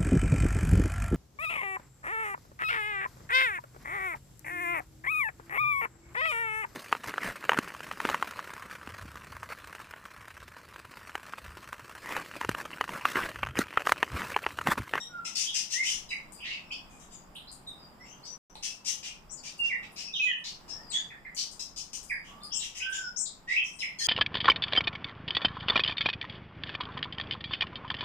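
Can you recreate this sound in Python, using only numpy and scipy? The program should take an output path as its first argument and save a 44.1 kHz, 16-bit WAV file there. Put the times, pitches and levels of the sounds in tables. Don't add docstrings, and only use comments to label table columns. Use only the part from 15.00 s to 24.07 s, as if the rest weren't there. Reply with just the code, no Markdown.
import sys
import numpy as np
from scipy import signal
from scipy.fft import rfft, irfft, next_fast_len
from scipy.io import wavfile
from scipy.ndimage import map_coordinates

SR = 44100
rng = np.random.default_rng(int(sys.argv[2]) if len(sys.argv) > 2 else 0)


def master_out(mix):
    frames = np.transpose(np.atleast_2d(mix))
    ceiling = np.clip(frames, -1, 1)
    pcm = np.round(ceiling * 32767).astype(np.int16)
    wavfile.write(sys.argv[1], SR, pcm)


def elevation(decibels):
    levels = np.asarray(decibels, float)
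    return 10 ** (levels / 20)


N = 399987


def unit_rms(x):
    return x / np.sqrt(np.mean(x ** 2) + 1e-20)


def along(points, f_hz):
    knot_hz, value = np.transpose(points)
    return np.interp(np.log(f_hz + 1), np.log(knot_hz + 1), value)


def level(tables):
    t_s, level_db = np.vstack(tables).T
    return elevation(np.interp(np.arange(N) / SR, t_s, level_db))


def filtered(x, response):
    n = x.shape[-1]
    m = next_fast_len(n + 4096)
    spectrum = rfft(x, m) * response(np.fft.rfftfreq(m, 1 / SR))
    return irfft(spectrum, m)[..., :n]


def resonance(f, centre_hz, width_hz):
    return 1j * f * width_hz / (centre_hz * centre_hz - f * f + 1j * f * width_hz)


def wobble(size, rate_hz):
    return map_coordinates(rng.standard_normal(4000), [np.arange(size) * rate_hz / SR], mode="wrap")


def swell(u, rise, edge):
    rise = np.clip(rise, .02, .95)
    return np.clip(np.minimum(u / rise, (1 - u) / (1 - rise)) * edge, 0, 1)


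def glide(length_s, start_hz, end_hz, unsteady, rate_hz):
    u = np.linspace(0, 1, round(length_s * SR))
    pitch_hz = start_hz * (end_hz / start_hz) ** u
    pitch_hz = pitch_hz * (1 + unsteady * wobble(len(u), rate_hz))
    return u, 2 * np.pi * np.cumsum(pitch_hz) / SR


# f/Hz, t60/s
WALL_DECAY = [(1000, 0.34), (2500, 0.33), (5000, 0.33), (8000, 0.26), (14000, 0.38)]


def add_in_room(out, t_s, note, direct_db):
    f_hz, t, z = signal.stft(rng.standard_normal((2, SR * 2 // 5)), SR, nperseg=256)
    decay = elevation(-60 * t / along(WALL_DECAY, f_hz)[:, None])
    tail = signal.istft(z * decay, SR, nperseg=256)[1]
    tail *= 1 - np.exp(-np.arange(tail.shape[1]) / SR / .006)
    tail /= np.linalg.norm(tail[0])
    tail[[0, 1], [0, 4]] = elevation(direct_db)
    heard = signal.fftconvolve(note[None], tail, axes=1)
    spot = out[:, round(max(t_s, 0) * SR):][:, :heard.shape[1]]
    spot += heard[:, :spot.shape[1]]


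# f/Hz, correlation
PORT_LIKENESS = [(60, 0.73), (180, 0.89), (550, 0.53), (1650, -0.02), (4970, 0.33), (15000, 0.48)]


def port_noise(colour):
    def response(f_hz):
        angle = np.arccos(np.clip(along(PORT_LIKENESS, f_hz), -1, 1)) / 2
        return colour(f_hz) * np.array([np.cos(angle), np.sin(angle)])

    mid, side = filtered(rng.standard_normal((2, N)), response)
    return unit_rms(np.array([mid + side, mid - side]))


# t/s, level/dB
RUMBLE_LEVEL = [
    [(0.0, -67), (0.85, -70), (0.94, -61.5), (1.74, -66), (1.85, -61), (3.13, -66), (3.33, -71)],
    [(3.58, -62), (3.84, -70.5), (4.27, -61), (4.43, -68), (5.17, -65.5), (5.34, -81), (5.54, -62),
     (6.45, -66.5), (6.54, -62), (9.07, -66.5)],
]


def hand_rumble():
    noise = port_noise(lambda f: (f < 75) / (f + 25) * (f > 12))
    return level(RUMBLE_LEVEL) * elevation(2.0) * noise


# f/Hz, density level/dB
AIR_SPECTRUM = [(12, -29), (20, 12), (87, -9.5), (185, -1.5), (478, -11), (857, -8.5), (1540, -18.5),
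                (3350, -25.5), (4190, -33.5), (4950, -19), (6190, -36), (7310, -22.5), (9390, -33.5),
                (15500, -33.5)]
# t/s, level/dB
AIR_LEVEL = [
    [(0.0, -58), (0.03, -62.5), (0.26, -60.5), (0.48, -64.5), (1.32, -61), (3.2, -60), (3.33, -61.5)],
    [(3.58, -63.5), (4.99, -60.5), (5.31, -66.5), (5.69, -58), (6.36, -64), (7.25, -61.5), (7.31, -57),
     (7.55, -63), (9.02, -63.5), (9.07, -64)],
]


def room_air():
    noise = port_noise(lambda f: elevation(along(AIR_SPECTRUM, f)) * (f > 75))
    return level(AIR_LEVEL) * elevation(4.5 + 0.71 * wobble(N, 5.3)) * noise


# f/Hz, level/dB, t60/s
PERCH_MODES = [
    (850, -46.5, 0.019),
    (4050, -42, 0.0067),
    (2600, -67.5, 0.022),
]


def perch_knock(out):
    t = np.arange(SR // 25) / SR
    knock = np.zeros(len(t))
    for f_hz, level_db, t60_s in PERCH_MODES:
        knock += elevation(level_db + 14 - 60 * t / t60_s) * np.sin(2 * np.pi * f_hz * t)
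    add_in_room(out, 3.555, knock, direct_db=-4.5)


# t/s, f/Hz, level/dB
BEAK_TICKS = [(1.319, 8220, -53.5), (1.714, 7060, -59), (2.348, 9300, -59.5), (2.513, 8360.0, -55),
              (2.671, 8400, -61), (3.549, 8070.0, -63), (4.58, 7840, -57.5), (4.917, 10100, -62.5),
              (5.382, 8920.0, -71.5), (6.345, 7460, -49), (6.512, 7800, -52.5), (7.027, 7870, -50.5),
              (7.09, 9300, -60), (7.431, 9200, -57), (7.896, 8850, -56.5)]


def beak_ticks(out):
    t = np.arange(SR // 25) / SR
    for t_s, f_hz, level_db in BEAK_TICKS:
        snap = rng.standard_normal(len(t)) * elevation(-60 * t / 0.015)
        bright = filtered(snap, lambda f: resonance(f, f_hz, 3000) ** 2 + elevation(-28) * resonance(f, 9300, 6000))
        add_in_room(out, t_s + .003, elevation(level_db + 34) * bright, direct_db=-10)


# t/s, length/s, start f/Hz, end f/Hz, level/dB, loudest overtone f/Hz
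NASAL_CALLS = [
    (0.0, 0.02, 1880, 1885, -38, 4860),
    (1.088, 0.034, 985, 965, -43, 5030),
    (4.998, 0.032, 1400, 1412, -62, 5100),
    (8.788, 0.013, 1036, 1040, -38.5, 5330),
    (8.986, 0.028, 1119, 1010, -31.5, 5500),
    (9.031, 0.052, 1666, 1597, -27.5, 5100),
]


def nasal_calls(out):
    k = np.arange(1, 13)[:, None]
    for t_s, length_s, start_hz, end_hz, level_db, beak_hz in NASAL_CALLS:
        u, phase = glide(length_s, start_hz, end_hz, unsteady=0.02, rate_hz=281)
        strength = abs(resonance(k * start_hz, beak_hz, 5000)) ** 3.06 * (k * start_hz < 13000)
        strength = strength * elevation(3.6 * rng.standard_normal(k.shape))
        stack = unit_rms((strength * np.sin(k * phase)).sum(0))
        add_in_room(out, t_s, elevation(level_db + 4) * swell(u, .3, 3) * stack, direct_db=-9)


# t/s, length/s, beak resonance f/Hz, level/dB, throat resonance level/dB, rising share 0-1
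RASP_CALLS = [(0.244, 0.039, 6230, -33, -4.5, 0.4), (0.35, 0.12, 6350, -28, -9.5, 0.06),
              (0.527, 0.08, 6140.0, -27, -7, 0.52), (0.695, 0.06, 6180, -28, -8, 0.5),
              (0.829, 0.14, 6320, -29, -5.5, 0.09), (1.443, 0.13, 4680, -47, 9.5, 0.01),
              (1.897, 0.11, 7960, -57.5, -8, 0), (1.992, 0.062, 7500, -51.5, -5, 0.3),
              (2.108, 0.041, 7620, -49.5, -3, 0), (3.047, 0.035, 5940, -55.5, 2, 0.1),
              (3.253, 0.033, 5270, -44.5, -33, 0), (3.625, 0.048, 6120, -28.5, -8.5, 0.1),
              (3.843, 0.073, 6380, -28, -8, 0.37), (4.029, 0.054, 5980, -37, 0.5, 0),
              (4.429, 0.063, 5990, -38, -4, 0.5), (4.625, 0.07, 5900, -48, 4, 0.3),
              (4.829, 0.018, 5670, -50, 12, 0), (4.956, 0.071, 5740, -37.5, -2.5, 0.34),
              (5.22, 0.052, 6640, -48, 3, 0.1), (5.44, 0.06, 4990, -35.5, -12, 0),
              (5.678, 0.049, 5820, -44, -10, 0.3), (5.914, 0.069, 6530, -42, 1.5, 0),
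              (6.365, 0.06, 5450, -26.5, -22.5, 0), (6.594, 0.018, 5900, -29.5, -33.5, 0),
              (6.761, 0.035, 5900, -32, -18, 0), (6.931, 0.024, 6660, -30, -12.5, 0),
              (7.24, 0.089, 6780, -57.5, 7, 0), (7.596, 0.065, 6410, -37.5, -2.5, 0.3),
              (7.748, 0.054, 6600, -38.5, -2, 0), (7.916, 0.071, 6250, -39.5, -2, 0.16),
              (8.475, 0.076, 5600, -42, 9.5, 0.64), (8.639, 0.06, 6980, -47.5, -6, 0.1),
              (8.795, 0.049, 7500, -50.5, 3, 0.3), (8.991, 0.055, 5930, -33.5, -12, 0.1)]


def rasps(out):
    for t_s, length_s, beak_hz, level_db, throat_db, rise in RASP_CALLS:
        u, phase = glide(length_s, 1300, 1450, unsteady=0.15, rate_hz=350)
        pulses = np.diff(np.floor(phase / (2 * np.pi)), prepend=0)
        pulses = pulses * elevation(6.7 * wobble(len(u), 616.4))
        shape = swell(u, rise, 1.8) * unit_rms(elevation(2.5 * wobble(len(u), 150)))
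        breath = .5 * rng.standard_normal(len(u))
        drive = (unit_rms(pulses) * 0.57 + breath) * shape

        def tract(f):
            beak = resonance(f, beak_hz * 0.95, 3200) * resonance(f, beak_hz, 2700)
            throat = (resonance(f, 1846, 975) * resonance(f, 3920, 2130) * 1.944) ** 2
            top = resonance(f, 12800, 6700) ** 2
            return beak - elevation(throat_db - 3.0) * throat + elevation(-28) * top

        _, core = glide(length_s, beak_hz * .42, beak_hz * .51, unsteady=0.0703, rate_hz=450)
        core = core + 6 * wobble(len(u), 45.38)
        hoarse = np.sin(2 * core) + .45 * np.sin(3 * core) + elevation(throat_db - 6) * np.sin(core)
        call = filtered(drive, tract) + elevation(-12) * shape * hoarse
        add_in_room(out, t_s, elevation(level_db + 12) * call, direct_db=-9)


# t/s, length/s, start f/Hz, end f/Hz, level/dB, roughness 0-1
WHISTLE_NOTES = [(0.0, 0.035, 3100, 3190, -55.5, 0.86), (0.087, 0.18, 1482, 1279, -40, 0.1),
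                 (0.456, 0.052, 3160, 3495, -36.5, 0.88), (0.735, 0.086, 1834, 2246, -34.5, 0.2),
                 (0.823, 0.069, 2300.0, 3445, -37, 0.88), (1.101, 0.028, 2860, 1860, -34.5, 0.84),
                 (1.323, 0.17, 4850, 4820, -56, 0.48), (1.385, 0.027, 2600.0, 2626, -47.3, 0.83),
                 (1.402, 0.039, 3400, 2400, -44.5, 0.8), (1.426, 0.023, 2300.0, 3800, -40.5, 0.86),
                 (1.465, 0.068, 5000.0, 4500.0, -59, 0.5), (1.493, 0.076, 2924, 2570, -39.5, 0.7),
                 (1.646, 0.018, 5400.0, 5400.0, -56, 0.18), (1.702, 0.026, 2397, 3294, -39, 0.84),
                 (1.713, 0.023, 4680, 5780, -39, 0.78), (1.72, 0.023, 3600, 2880, -45, 0.6),
                 (1.9, 0.046, 2550, 2370, -61.5, 0.2), (2.08, 0.085, 4860, 4840, -60, 0.37),
                 (2.124, 0.03, 7960, 6400, -43.5, 0.2), (2.245, 0.04, 5700, 5600.0, -75.3, 0.35),
                 (2.353, 0.012, 2500, 4430, -41, 0), (2.471, 0.019, 3750, 5270, -43, 0.1),
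                 (2.665, 0.051, 3853, 3620, -43, 0.4), (2.773, 0.082, 4980, 4760, -54, 0.48),
                 (2.992, 0.071, 1900.0, 2340, -59.5, 0.5), (2.996, 0.098, 5460, 5650, -56, 0.3),
                 (3.037, 0.063, 7600.0, 7050, -55, 0.44), (3.042, 0.11, 2600.0, 3200.0, -60.5, 0.68),
                 (3.078, 0.072, 6040, 6350, -52.5, 0.5), (3.227, 0.038, 4170, 6000.0, -44, 0.7),
                 (3.244, 0.03, 8000.0, 7860, -54, 0.3), (3.258, 0.055, 6000.0, 5850, -39.5, 0.17),
                 (3.471, 0.03, 6100, 5710, -55, 0.48), (3.658, 0.043, 2700, 2600, -49.5, 0),
                 (4.043, 0.06, 3300, 2460, -52, 0.9), (4.293, 0.031, 5300, 8200.0, -41.5, 0),
                 (4.307, 0.038, 7930, 6780, -34.5, 0.54), (4.368, 0.025, 5550, 3920, -48, 0.57),
                 (4.558, 0.08, 4700.0, 4700.0, -56, 0.48), (4.589, 0.094, 2780, 2734, -29, 0.2),
                 (4.692, 0.043, 2490, 1766, -32.5, 0.16), (4.75, 0.03, 3760, 3770, -67, 0.25),
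                 (5.021, 0.08, 5340, 5750, -43, 0.75), (5.067, 0.034, 2600.0, 2600.0, -46.5, 0.48),
                 (5.129, 0.049, 3750, 2770, -32.5, 0.64), (5.147, 0.11, 4300, 3530, -49, 1),
                 (5.135, 0.049, 5500.0, 5910, -41, 0.87), (5.193, 0.054, 2558, 2492, -24.5, 0),
                 (5.232, 0.024, 6900.0, 6780, -45.5, 0.2), (5.255, 0.073, 3300.0, 2825, -33.5, 0.57),
                 (5.265, 0.07, 2047, 1697, -36.5, 0), (5.685, 0.062, 5040, 5830, -38.5, 0.15),
                 (5.69, 0.18, 850.0, 930, -59, 0), (5.7, 0.14, 1650, 1920, -63, 0.1),
                 (5.8, 0.25, 4980, 4580, -53.5, 0.42), (5.891, 0.039, 4600.0, 3840, -40.5, 0.8),
                 (5.895, 0.033, 8420, 7480, -33.5, 0.65), (5.923, 0.056, 3260, 3630, -32.5, 0.45),
                 (5.911, 0.07, 6530, 6930, -39.5, 0.45), (5.931, 0.054, 2256, 1640, -49.5, 0.84),
                 (6.101, 0.0275, 2420, 1420, -46, 0.74), (6.248, 0.021, 2365, 1660, -42.5, 0.6),
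                 (7.059, 0.13, 4980, 4800.0, -54.5, 0.48), (7.096, 0.031, 2600.0, 1500, -32.5, 0),
                 (7.253, 0.069, 3000.0, 2970, -59, 0.88), (7.286, 0.21, 1120, 1236, -52.5, 0.2),
                 (7.402, 0.019, 3650, 3600, -57, 0.48), (7.417, 0.044, 4250, 5450, -43, 0.76),
                 (7.503, 0.084, 3200.0, 2880, -46, 0.87), (7.518, 0.033, 4880, 8380, -28, 0),
                 (7.542, 0.037, 7900, 6960, -25.5, 0.74), (7.587, 0.045, 5000.0, 2500.0, -39, 0.7),
                 (7.596, 0.08, 3600, 2414, -54, 0.98), (7.754, 0.1, 5240, 5070, -48, 0.48),
                 (7.8, 0.041, 2310, 3375, -34, 0.77), (7.806, 0.18, 1519, 1591, -34.5, 0.2),
                 (7.902, 0.058, 3400, 2960, -45, 0.88), (7.926, 0.044, 7000.0, 7040, -33, 0.6),
                 (7.95, 0.14, 1580, 1422, -39.5, 0.18), (8.01, 0.05, 5310, 5416, -38.5, 0.48),
                 (8.16, 0.024, 5030, 8800.0, -25, 0.16), (8.183, 0.046, 8820, 6610, -24.5, 0.19),
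                 (8.254, 0.0083, 5500.0, 3320, -34.5, 0.13), (8.473, 0.084, 1830, 2430, -32.5, 0),
                 (8.556, 0.034, 2316, 3400, -24, 0.66), (8.637, 0.035, 6510, 5420, -41, 0.86),
                 (8.717, 0.06, 8700.0, 7930, -49.5, 0.8), (8.793, 0.02, 5390, 5140, -33, 0.35),
                 (8.798, 0.04, 4000.0, 1822, -33, 0.3), (8.851, 0.06, 2800, 2026, -56, 0.76),
                 (8.994, 0.031, 1800, 1820, -43.5, 0.65)]


def whistles(out):
    for t_s, length_s, start_hz, end_hz, level_db, rough in WHISTLE_NOTES:
        u, phase = glide(length_s, start_hz, end_hz, unsteady=0.092 * rough ** 2, rate_hz=500)
        tone = np.sin(phase) + elevation(-42 + 24 * rough) * np.sin(2 * phase)
        flutter = elevation(5.3 * rough * wobble(len(u), 267) + 3.7 * wobble(len(u), 33))
        note = swell(u, .45, 2.5) * unit_rms(flutter) * tone
        add_in_room(out, t_s, elevation(level_db + 4) * note, direct_db=-9)


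# f/Hz, level/dB
CASE_RESPONSE = [(1200, -3.5), (1500, -4), (1900, 3.5), (3300, 2.5), (4200, -1.5), (5100, 1.5),
                 (8500, -1.5), (10600, -5.5), (13000, -3), (15500, -8.5)]


def scene():
    birds = np.zeros((2, N))
    perch_knock(birds)
    beak_ticks(birds)
    nasal_calls(birds)
    rasps(birds)
    whistles(birds)
    return filtered(birds, lambda f: elevation(along(CASE_RESPONSE, f))) + room_air() + hand_rumble()


# f/Hz, left over right level/dB
PORT_MISMATCH = [(60, -0.5), (92, 4.5), (140, -3), (210, 0.5), (330, 2.5), (500, 0.5), (770, 0),
                 (1170, -5.5), (1790, -3.0), (2740, 0), (4190, -1.5), (6410, 19), (9810, 16), (15000, -0.5)]


def muffle_right(x):
    right_only = np.array([[0], [1]])
    return filtered(x, lambda f: elevation(-along(PORT_MISMATCH, f) * right_only) * (f < 15500))


def drop_hidden_treble(x, depth_db, slope_db):
    f_hz, _, z = signal.stft(x, SR, nperseg=2048)
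    band = (f_hz // 430).astype(int)
    band_starts = np.flatnonzero(np.diff(band, prepend=-1))
    power = np.add.reduceat(abs(z) ** 2, band_starts, axis=1)
    octave = np.log2(np.arange(power.shape[1]) + .5)
    above = octave[:, None] - octave
    distance = np.where(above > 0, above, -4 * above)
    spread = elevation(2 * (depth_db + slope_db * distance))
    limit = np.einsum("ab,cbt->cat", spread, power)
    limit = limit * elevation(5 * rng.standard_normal(power.shape[1:]))
    keep = (power > limit)[:, band] | (f_hz < 3500)[:, None]
    return signal.istft(z * keep, SR, nperseg=2048)[1][:, :N]


# start t/s, end t/s
GAP = (3.379, 3.4985)


def drop_out(x):
    t = np.arange(N) / SR
    return x * ((t < GAP[0]) | (t > GAP[1]))


def top_cut(x):
    return signal.sosfilt(signal.butter(12, 16000, fs=SR, output="sos"), x)


def record(dry):
    heard = muffle_right(dry)
    heard = drop_hidden_treble(heard, depth_db=-33, slope_db=-9)
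    heard = drop_out(heard)
    return top_cut(heard)


dry = scene()
out = record(dry)
master_out(out)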